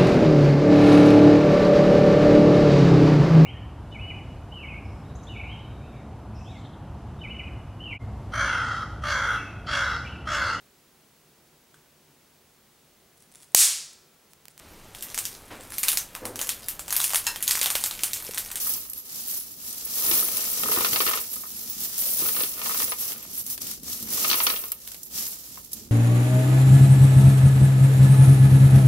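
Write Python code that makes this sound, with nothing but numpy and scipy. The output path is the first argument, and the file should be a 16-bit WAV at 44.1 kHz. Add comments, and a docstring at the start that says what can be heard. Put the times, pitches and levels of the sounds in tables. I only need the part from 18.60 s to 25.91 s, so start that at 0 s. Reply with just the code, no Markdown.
"""Close up, a hand rummages in a small plastic compartment over a low outdoor hum. First, thin plastic
and a cloth strap rustle while coins jingle under them. From 1.3 s the heap is shoved across the hollow
tray, which scrapes, groans and takes a flurry of knocks; a second flurry follows at 3.6 s. Creases in
the plastic snap in a run around 5 s, then come a last shove, more knocks and a hard coin click at 6.1 s.
It all thins out to rustles, dull bumps and a final snap."""
import sys
import numpy as np
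from scipy import signal
from scipy.fft import rfft, irfft
from scipy.io import wavfile
from scipy.ndimage import uniform_filter1d

SR = 44100
rng = np.random.default_rng(int(sys.argv[2]) if len(sys.argv) > 2 else 0)


def master_out(mix):
    """Clip the mix to full scale and print it as 16-bit PCM to the path in sys.argv[1]."""
    frames = np.transpose(np.atleast_2d(mix))
    ceiling = np.clip(frames, -1, 1)
    pcm = np.round(ceiling * 32767).astype(np.int16)
    wavfile.write(sys.argv[1], SR, pcm)


N = 322371
TIME = np.arange(N) / SR
BINS = np.fft.rfftfreq(4096, 1 / SR)

# Cue levels are faders ahead of panning and EQ; "fall" is the time to drop 20 dB.
# EQ of the outdoor bed: f/Hz, level/dB
HUM_EQ = [(20, -37), (40, -4.5), (58, 5), (85, -13), (130, -6.5), (230, -7), (400, -8.5), (900, -21.5),
          (2000, -46), (6000, -41), (16000, -43.5)]
# EQ of the dull handling noise: f/Hz, level/dB
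BUMP_EQ = [(30, -18), (70, -2.5), (140, -4.5), (230, 2.5), (330, -6.5), (600, -18), (2000, -56)]
# hand and strap bump the housing: t/s, rise/s, hold/s, fall/s, level/dB
HOUSING_BUMPS = [(.49, 0.091, 0.52, 6, -59.5), (1.98, 0.0333, 0.035, 0.66, -42.5),
                 (2.7, .2, 0.66, 0.7, -56.5), (3.57, 0.031, 0.024, 1.5, -51), (4.4, 0.13, 0.32, 0.7, -53.5),
                 (4.94, 0.089, .1, 1.6, -50.5), (5.18, 0.054, .35, .5, -50.5),
                 (5.417, 0.0123, .02, 0.17, -46), (6.46, 0.104, .03, .15, -51),
                 (6.83, 0.0245, 0.167, .34, -55.5), (7.105, .06, 0.109, 2.06, -48)]
# resonances of the hollow tray: f/Hz, width/Hz, level/dB, lag of the right port/rad
TRAY_RESONANCES = [(355.5, 14, 12.5, 0.058), (458, 73, 10, 0.33), (521, 47, 6, 0.13), (638.4, 55, 4, 0.35),
                   (805, 51, 6, 2.08), (1066, 247, 6, 2.47), (1269.3, 103, 11.5, 0.9),
                   (1380, 127, 1.5, 0.56), (1795, 85.7, 2, 0.965), (2209, 34, 6.5, 3.43),
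                   (2422, 17.8, 2, 0.91), (2815, 57, 2, 1.23), (3294, 25, -2.5, 0.46), (4540, 35, 6, 1.6)]
# the rubbed tray floor groans: t/s, rise/s, hold/s, fall/s, level/dB, f/Hz
FLOOR_GROANS = [(1.466, 0.0325, 0.048, 0.4, -48.5, 480), (2.031, 0.034, 0.18, 0.15, -40.5, 460),
                (3.388, 0.035, 0.045, 0.25, -50, 573), (3.588, 0.026, 0.045, 0.29, -46, 480)]
# EQ of the heap scraping the floor: f/Hz, level/dB
SCRAPE_EQ = [(25, -54.5), (60, -26.5), (250, -16), (500, -3.5), (850, 1.5), (1300, -5), (1700, -0.5),
             (3000, -0.5), (5000, -7), (8000, -26), (16000, -47.5)]
# shoves that move the whole heap: t/s, rise/s, hold/s, fall/s, level/dB
HEAP_SHOVES = [(0.0, .055, .05, .45, -50.5), (1.313, .21, .03, .43, -35.5), (1.708, .07, .23, .5, -46),
               (1.99, .16, .11, .08, -34), (2.3, .04, .03, .05, -34.5), (2.39, .02, .015, .05, -32),
               (2.45, .025, .1, .09, -35), (3.586, .037, .05, .1, -45), (3.725, .03, .07, .13, -39),
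               (3.91, .09, .21, .32, -41), (4.391, .033, .1, .2, -51), (4.505, .035, .12, .1, -54),
               (5.431, .23, .25, .23, -37)]
# knocks on the tray: t/s, midrange level/dB, low thud/dB, hard edge/dB, f/Hz of the struck spot
TRAY_KNOCKS = [(0.066, -35.5, -15, -21, 1180), (1.268, -43, -6, -6, 800), (1.486, -35, -1, -6, 800),
               (1.513, -26, -5, 0.5, 4820), (2.034, -25.5, -9, -2, 1200), (2.059, -26.5, 3.5, -27.5, 1200),
               (2.086, -25.5, -6, -22, 1240), (2.117, -25.5, -11, 2, 1220), (2.171, -24.5, 0, -26, 1280),
               (2.185, -25, -2.5, -17, 1200), (2.208, -23.5, -10, -1, 1200), (2.247, -17.5, -10, 0, 1384),
               (2.26, -26, -13.5, -1, 1270), (2.332, -29, -1.5, 6, 4530), (2.36, -24, -25, 0, 3840),
               (2.404, -21.5, -2, 0, 1200), (2.465, -21, -6, -3.5, 1403), (2.476, -24, -31.5, 1, 2800),
               (2.487, -24, -17.5, -8, 1270), (2.512, -23.5, -32, -4, 1250), (2.534, -22, -28, -4.5, 1180),
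               (2.574, -26.5, -27, 1, 1330), (2.763, -42, -22, -20.5, 1300), (2.835, -37, -39.5, -21, 1305),
               (2.853, -42, -21, -13.5, 1210), (3.621, -38, 9, -8, 1200), (3.659, -31, -4, -2, 1260),
               (3.687, -30.5, -25, -1, 1840), (3.765, -30.5, -8.5, 1.5, 1370),
               (3.805, -32.5, -17.5, 4.5, 990), (3.835, -33.5, 4, 5.5, 4460), (4.016, -33, -17, 0, 1230),
               (4.059, -27, -32, -2.5, 1040), (4.094, -28.5, -17, -12.5, 1190), (4.108, -32, -15, -4, 1210),
               (4.145, -29.5, -27.5, -6, 1210), (4.201, -28.5, -12, -4, 3870),
               (4.221, -28.5, -13, -2, 1790), (4.32, -26.5, -15, -3.5, 1028), (5.578, -33, -8.5, -3, 1200),
               (5.645, -22.5, -14, 3, 1210), (5.7, -27, -30, 10, 4390), (5.713, -23, -7.5, 5, 4460),
               (5.73, -23.5, -26.5, 3, 965), (5.742, -24, -3, 2, 1190), (5.803, -24, -33, -1.5, 947),
               (5.8675, -20, -4, 3.5, 1300), (5.9002, -22.5, -12.5, 0, 4000), (5.961, -34.5, -11, 5, 3320),
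               (6.038, -36, -8, -1.5, 1130), (6.119, -38.5, -10.5, 1, 1090), (6.973, -39.5, -25, -8, 1050)]
# creased plastic snaps: t/s, level/dB, body/dB
CREASE_SNAPS = [(0.2985, -31, -22), (0.917, -35, -25), (1.1284, -28, -23.5), (1.2494, -31, -23),
                (1.77, -17, -17), (2.742, -29.5, -17), (3.3797, -22, -26), (3.39, -24.5, -24),
                (4.2016, -21, -11), (4.52, -29, -1), (4.7947, -26, -24), (4.8646, -24.5, -23),
                (4.9005, -23.5, -26), (4.9777, -29, -3), (5.0179, -22.5, -19), (5.0693, -29, -15),
                (5.112, -26, -18), (5.233, -34, -18), (5.426, -27, -18), (5.504, -25, -19.5),
                (6.082, -33, -25.5), (6.275, -30.5, -3.5), (6.286, -33, -12), (6.3176, -30, -7),
                (6.345, -33.5, -2), (6.4316, -29.5, -31), (7.0473, -34.5, -25.5), (7.1192, -34, -29),
                (7.1318, -21, -24)]
# a coin drops flat onto another and clicks: t/s, relative level/dB
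COIN_CLACKS = [(0.334, -21), (1.6106, -29.5), (6.0556, -25), (6.1187, -11.5), (6.1235, -24), (6.2765, -27)]
# single coins ring out: t/s, level/dB, f/Hz
COIN_CLINKS = [(0.2983, -33.5, 11400), (0.3754, -32, 11400), (0.7262, -34.5, 11300), (0.7992, -33, 11210),
               (1.2485, -28, 15700), (1.3665, -29, 11300), (1.9294, -23, 13600), (1.995, -27, 13950),
               (2.1136, -19, 12700), (2.7133, -33, 11590), (2.865, -35, 13030), (2.965, -34, 11320),
               (3.0983, -26, 15460), (3.5294, -31, 15300), (3.6794, -30, 15400), (3.7494, -33, 15500),
               (4.2344, -28, 15500), (4.2944, -25, 10500), (4.3085, -27, 15160), (4.3994, -26, 11380),
               (4.625, -38, 11530), (4.7765, -29, 11400), (5.809, -22, 12800), (5.8696, -27, 11280),
               (5.9244, -33.5, 13900), (5.9544, -31.5, 13600), (5.9902, -29, 14000), (6.038, -29, 14050),
               (6.0795, -39, 15600), (6.1184, -33, 13950), (6.4515, -38, 12700)]
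# EQ of rims clashing: f/Hz, level/dB
CLASH_EQ = [(3000, -25.5), (7000, -15), (9000, 0), (11300, 1.5), (13000, 1), (14700, 1.5), (15700, 0.5)]
# ring of the coins in the heap: f/Hz, relative level/dB
HEAP_MODES = [(9250, -6), (11330, 2.5), (11560, -2), (12760, 3), (13800, 2.5), (15520, 5)]
# EQ of sliding plastic and cloth: f/Hz, level/dB
RUSTLE_EQ = [(200, -33.5), (700, -10), (1600, -14.5), (2500, -14), (4000, -6.5), (5600, -0.5), (7500, 1.5),
             (9500, -3.5), (12000, -0.5), (16000, -5)]
# strokes of the hand: t/s, rise/s, hold/s, fall/s, rustle level/dB, jingle level/dB, left over right/dB
HAND_STROKES = [(0.0, 0.00073, 0.14, 0.18, -33.5, -29, 0), (0.304, 0.068, 0.0283, 0.041, -43, -42, -1),
                (0.393, 0.16, 0.047, 0.73, -37.5, -40, -0.5), (0.66, 0.0206, 0.09, 0.15, -39.0, -34, 0),
                (0.945, 0.132, 0.26, 0.65, -38.0, -40.5, 0), (1.252, 0.277, 0.063, 0.35, -26.5, -24, 1),
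                (1.712, 0.027, 0.103, 2, -32.5, -33.0, 2), (1.831, 0.26, 0.4, 0.27, -32.0, -28.5, 0.5),
                (2.172, 0.027, 0.214, 0.26, -33.5, -33.5, 1.0),
                (2.698, 0.034, 0.0276, 0.1, -37.5, -37, -1.0), (2.828, 0.161, 0.24, 0.213, -39, -43, -1.0),
                (3.153, 0.085, 0.016, 0.12, -32, -33.5, -0.5),
                (3.271, 0.0675, 0.0188, 0.1, -35.0, -38.5, -0.5),
                (3.364, 0.027, 0.23, 0.35, -32.5, -29.0, 1.5),
                (3.544, 0.041, 0.26, 0.3032, -33.5, -29, 1.5), (3.956, 0.136, 0.15, 0.1981, -31, -31, 0.5),
                (4.346, 0.054, 0.115, 0.0766, -33.5, -33.5, 0.0),
                (4.53, 0.035, 0.0656, 0.8, -43.5, -49.0, -0.5),
                (4.671, 0.119, 0.017, 0.049, -38.5, -36, -1.5), (4.833, 0.0865, 0.013, 0.05, -35.0, -32, 1),
                (5.001, 0.01, 0.1086, 0.103, -35.5, -40.5, 1), (5.214, 0.09, 0.03, 0.476, -34.5, -38, 0.0),
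                (5.461, 0.075, 0.171, 0.06, -28.5, -31.5, 0.0),
                (5.576, 0.061, 0.23, 0.2667, -32.5, -27.5, -0.5),
                (5.932, 0.027, 0.076, 0.5, -49.0, -57, -1), (6.19, 0.064, 0.07, 0.33, -45, -48.5, -1.0),
                (6.45, 0.011, 0.012, 0.034, -49.5, -47, -2.5), (6.49, 0.089, 0.032, 0.29, -31.5, -34.5, 0),
                (6.825, 0.036, 0.1035, 0.28, -44.5, -49.5, -2.0),
                (7.102, 0.0178, 0.099, 0.23, -44.5, -59.5, -2.5)]
# stereo width, narrow where long waves reach both ports alike: f/Hz, side level/dB
SIDE_EQ = [(60, -9.5), (260, -12.5), (560, -7.5), (760, -5.5), (1200, -1.5), (16000, 0)]
# shading of the two microphone ports: f/Hz, left level/dB, right level/dB
PORT_EQ = [(317, 0, 2), (1248, 3, -1.5), (2870, 6, 3), (6115, 4.5, -1), (7430, -9.5, 2.5), (8330, 0, -0.5),
           (10850, 2, -0.5), (11750, -1, 5.5), (12960, -1.5, -0.5), (16000, 1, 2)]


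def amp(db):
    """Decibels to gain."""
    return 10 ** (np.asarray(db) / 20)


def unit(x):
    """Scales to an rms of one."""
    return x / np.sqrt(np.mean(x ** 2) + 1e-20)


def loudest(x):
    """Rms of the loudest millisecond."""
    return np.sqrt(uniform_filter1d((x ** 2).mean(0), 44).max())


def curve(table, column=1):
    """EQ breakpoints joined into a dB curve over all bins."""
    columns = np.transpose(table)
    return np.interp(np.log(BINS + 1), np.log(columns[0] + 1), columns[column])


def colour(x, db):
    """Minimum-phase EQ, so attacks get no pre-ring."""
    cepstrum = irfft(np.log(amp(db)))
    half = len(cepstrum) // 2
    cepstrum[1:half] *= 2
    cepstrum[half + 1:] = 0
    taps = irfft(np.exp(rfft(cepstrum)))
    return signal.oaconvolve(x, taps[None], axes=1)[:, :x.shape[1]]


def add(mix, s, sound):
    """Drops a stereo sound into the mix at s seconds."""
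    part = mix[:, max(round(s * SR), 0):][:, :sound.shape[1]]
    part += sound[:, :part.shape[1]]


def gesture(start, rise, hold, fall):
    """Envelope of one movement: it gathers speed, keeps it, and dies away."""
    t = TIME - start
    return np.clip(t / rise, 0, 1) * amp(-20 * np.maximum(t - rise - hold, 0) / fall)


def effort(table, column=4):
    """Power sum of overlapping movements, with their levels from one column."""
    return np.sqrt(sum((amp(row[column]) * gesture(*row[:4])) ** 2 for row in table))


def uneven(depth_db, size=1500):
    """Gain that wanders as the load catches and lets go."""
    drift = uniform_filter1d(uniform_filter1d(rng.standard_normal(N), size), size)
    return amp(depth_db * unit(drift))


def contacts(per_s, spread_db):
    """Random train of tiny impacts: many weak, a few strong."""
    return (rng.random(N) < per_s / SR) * amp(spread_db * np.minimum(rng.exponential(1, N), 4))


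def grains(per_s, spread_db, decay_s, smooth):
    """Each contact scatters round the compartment as a short burst, over a share of smooth sliding."""
    power = signal.lfilter([1], [1, -np.exp(-2 / (decay_s * SR))], contacts(per_s, spread_db) ** 2)
    return unit(np.sqrt(power / power.mean() + smooth) * rng.standard_normal((2, N)))


def burst(decay_s, tail_db, tail_s):
    """One sharp contact and its quickly dying reflections."""
    t = TIME[:6000]
    envelope = np.exp(-t / decay_s) + amp(tail_db) * np.exp(-t / tail_s)
    return envelope * rng.standard_normal((2, len(t)))


def hum():
    """The bed: a steady, distant outdoor hum of dark noise."""
    return amp(-58) * unit(colour(rng.standard_normal((2, N)), curve(HUM_EQ)))


def bumps(hand, jostle_db=-20):
    """Hand and strap bump dully on the housing; every stroke jostles the strap too."""
    thumps = grains(per_s=70, spread_db=0, decay_s=0.0067, smooth=0.94)
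    return unit(colour(thumps, curve(BUMP_EQ))) * np.hypot(effort(HOUSING_BUMPS), amp(jostle_db) * hand)


def tray(contact):
    """The dry contact plus the ring of the wall it pushes on."""
    t, ring = TIME[:4096], np.zeros((2, 4096))
    for hz, width, db, lag in TRAY_RESONANCES:
        swing = np.sin(2 * np.pi * hz * t - np.array([[0], [lag]]))
        ring += amp(db) * 2 * np.pi * width / SR * np.exp(-np.pi * width * t) * swing
    return contact + signal.oaconvolve(contact[:1], ring, axes=1)[:, :contact.shape[1]]


def groans(half_width_hz=85.5):
    """Under firm pressure the slips feed one low resonance of the tray floor."""
    out = np.zeros((2, N))
    slips = grains(per_s=260, spread_db=5.5, decay_s=0.0029, smooth=0.57)
    for *timing, db, hz in FLOOR_GROANS:
        peak_db = -20 * np.log10(1 + ((BINS - hz) / half_width_hz) ** 2)
        out += amp(db) * gesture(*timing) * unit(colour(slips, peak_db))
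    return out


def scrape(hand, rub_db=-19):
    """The shoved heap sticks and slips, ringing the tray; every stroke adds a light rub."""
    slips = grains(per_s=260, spread_db=4, decay_s=0.00232, smooth=0.9)
    push = np.hypot(effort(HEAP_SHOVES), amp(rub_db) * hand)
    return unit(tray(colour(slips, curve(SCRAPE_EQ)))) * push


def knocks():
    """Heavier blows on the tray wall, from soft thuds to hard raps; each spot has its own pitch."""
    out = np.zeros((2, N))
    hollow = signal.butter(2, [700, 2500], "bandpass", fs=SR, output="sos")
    for s, db, thud, edge, hz in TRAY_KNOCKS:
        lows = [(20, thud - 23.5), (70, thud - 23), (330, thud - 0.5)]
        mids = [(600, -5.5), (1000, 4.5), (1300, -2.5), (1900, 3)]
        highs = [(2900, edge + 2.5), (4500, edge + 1), (6000, edge + 0.5),
                 (9000, edge - 27), (16000, edge - 35.5)]
        spot_db = 5 / (1 + ((BINS - hz) / 150) ** 2)
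        hit = burst(decay_s=0.0022, tail_db=-7, tail_s=0.0166)
        blow = tray(colour(hit, curve(lows + mids + highs) + spot_db))
        add(out, s, amp(db) * blow / loudest(signal.sosfilt(hollow, blow)))  # force sets the hollow mids
    return out


def snaps():
    """Creases in the plastic flip over with a bright tick."""
    out = np.zeros((2, N))
    for s, db, body_db in CREASE_SNAPS:
        eq = curve([(200, body_db + 6), (2500, body_db + 4.5), (6500, 4), (12000, 7.9), (16000, 2.5)])
        tick = colour(burst(decay_s=0.0018, tail_db=-3, tail_s=0.013), eq)
        add(out, s, amp(db) * tick / loudest(tick))
    return out


def clacks(trim_db=-3):
    """A coin dropping flat onto another coin gives only a dry, very bright click."""
    out = np.zeros((2, N))
    eq = curve([(500, -29), (6000, -12), (10000, 1.5), (12800, 6), (16000, -4.5)])
    for s, db in COIN_CLACKS:
        click = colour(burst(decay_s=0.0015, tail_db=-14, tail_s=0.009), eq)
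        add(out, s, amp(db + trim_db) * click / loudest(click))
    return out


def clinks(t60_s=0.15):
    """A freed coin is struck and rings in a close, beating pair of tones."""
    out, t = np.zeros((2, N)), TIME[:SR // 3]
    for s, db, hz in COIN_CLINKS:
        phase = rng.random((2, 2, 1))
        lower = np.sin(2 * np.pi * (hz * t + phase[0]))
        upper = np.sin(2 * np.pi * (1.011 * hz * t + phase[1]))
        add(out, s, amp(db) * (lower + 0.5 * upper) * amp(-60 * t / t60_s))
    return out


def jingle(coins=12, detune=0.0143, t60_s=0.089):
    """Coins clash rim on rim; each is tuned a little differently and is soon damped by the heap."""
    stir = effort(HAND_STROKES, column=5) * uneven(depth_db=1)
    rims = grains(per_s=540, spread_db=4.5, decay_s=0.0063, smooth=0.37)
    clash = unit(colour(rims, curve(CLASH_EQ)))
    ring, t = np.zeros((2, N)), TIME[:SR // 8]
    for hz, db in HEAP_MODES:
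        for offset in np.linspace(-1, 1, coins):
            pitch = hz * (1 + detune * (offset + 0.185 * rng.standard_normal()))
            mode = np.sin(2 * np.pi * (pitch * t + rng.random((2, 1)))) * amp(-60 * t / t60_s)
            mode /= np.linalg.norm(mode[0])
            blows = unit(contacts(per_s=30, spread_db=5)) * stir
            ring += amp(db) * signal.oaconvolve(blows[None], mode, axes=1)[:, :N]
    return amp(1.46) * clash * stir + amp(-11.6) * ring / np.sqrt(coins)


def rustle(hand, rest_db=-54):
    """Plastic and cloth slide in countless small slips; the hand never quite rests."""
    slips = grains(per_s=900, spread_db=3.5, decay_s=0.0049, smooth=0.79)
    motion = np.hypot(hand, amp(rest_db)) * uneven(depth_db=0.85)
    return unit(colour(slips, curve(RUSTLE_EQ))) * motion


def scene():
    """The bright layers pan with the hand; the tray and the bed stay put."""
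    hand = effort(HAND_STROKES)
    start, rise, *_, place_db = np.transpose(HAND_STROKES)
    pan_db = np.interp(TIME, start + rise, place_db) * np.array([[0.5], [-0.5]])
    bright = (rustle(hand) + jingle() + clinks() + clacks() + snaps()) * amp(pan_db)
    return bright + scrape(hand) + groans() + knocks() + bumps(hand) + hum()


def record(dry):
    """Two microphone ports share the bass and shade the treble differently; then a steep high cut."""
    mid = dry.mean(0)
    side = colour((dry[:1] - dry[1:]) / 2, curve(SIDE_EQ))
    left = colour(mid + side, curve(PORT_EQ))
    right = colour(mid - side, curve(PORT_EQ, column=2))
    high_cut = signal.firwin(801, cutoff=15790, window=("kaiser", 8), fs=SR)
    return signal.oaconvolve(np.vstack([left, right]), high_cut[None], "same", axes=1)


dry = scene()
out = record(dry)
master_out(out)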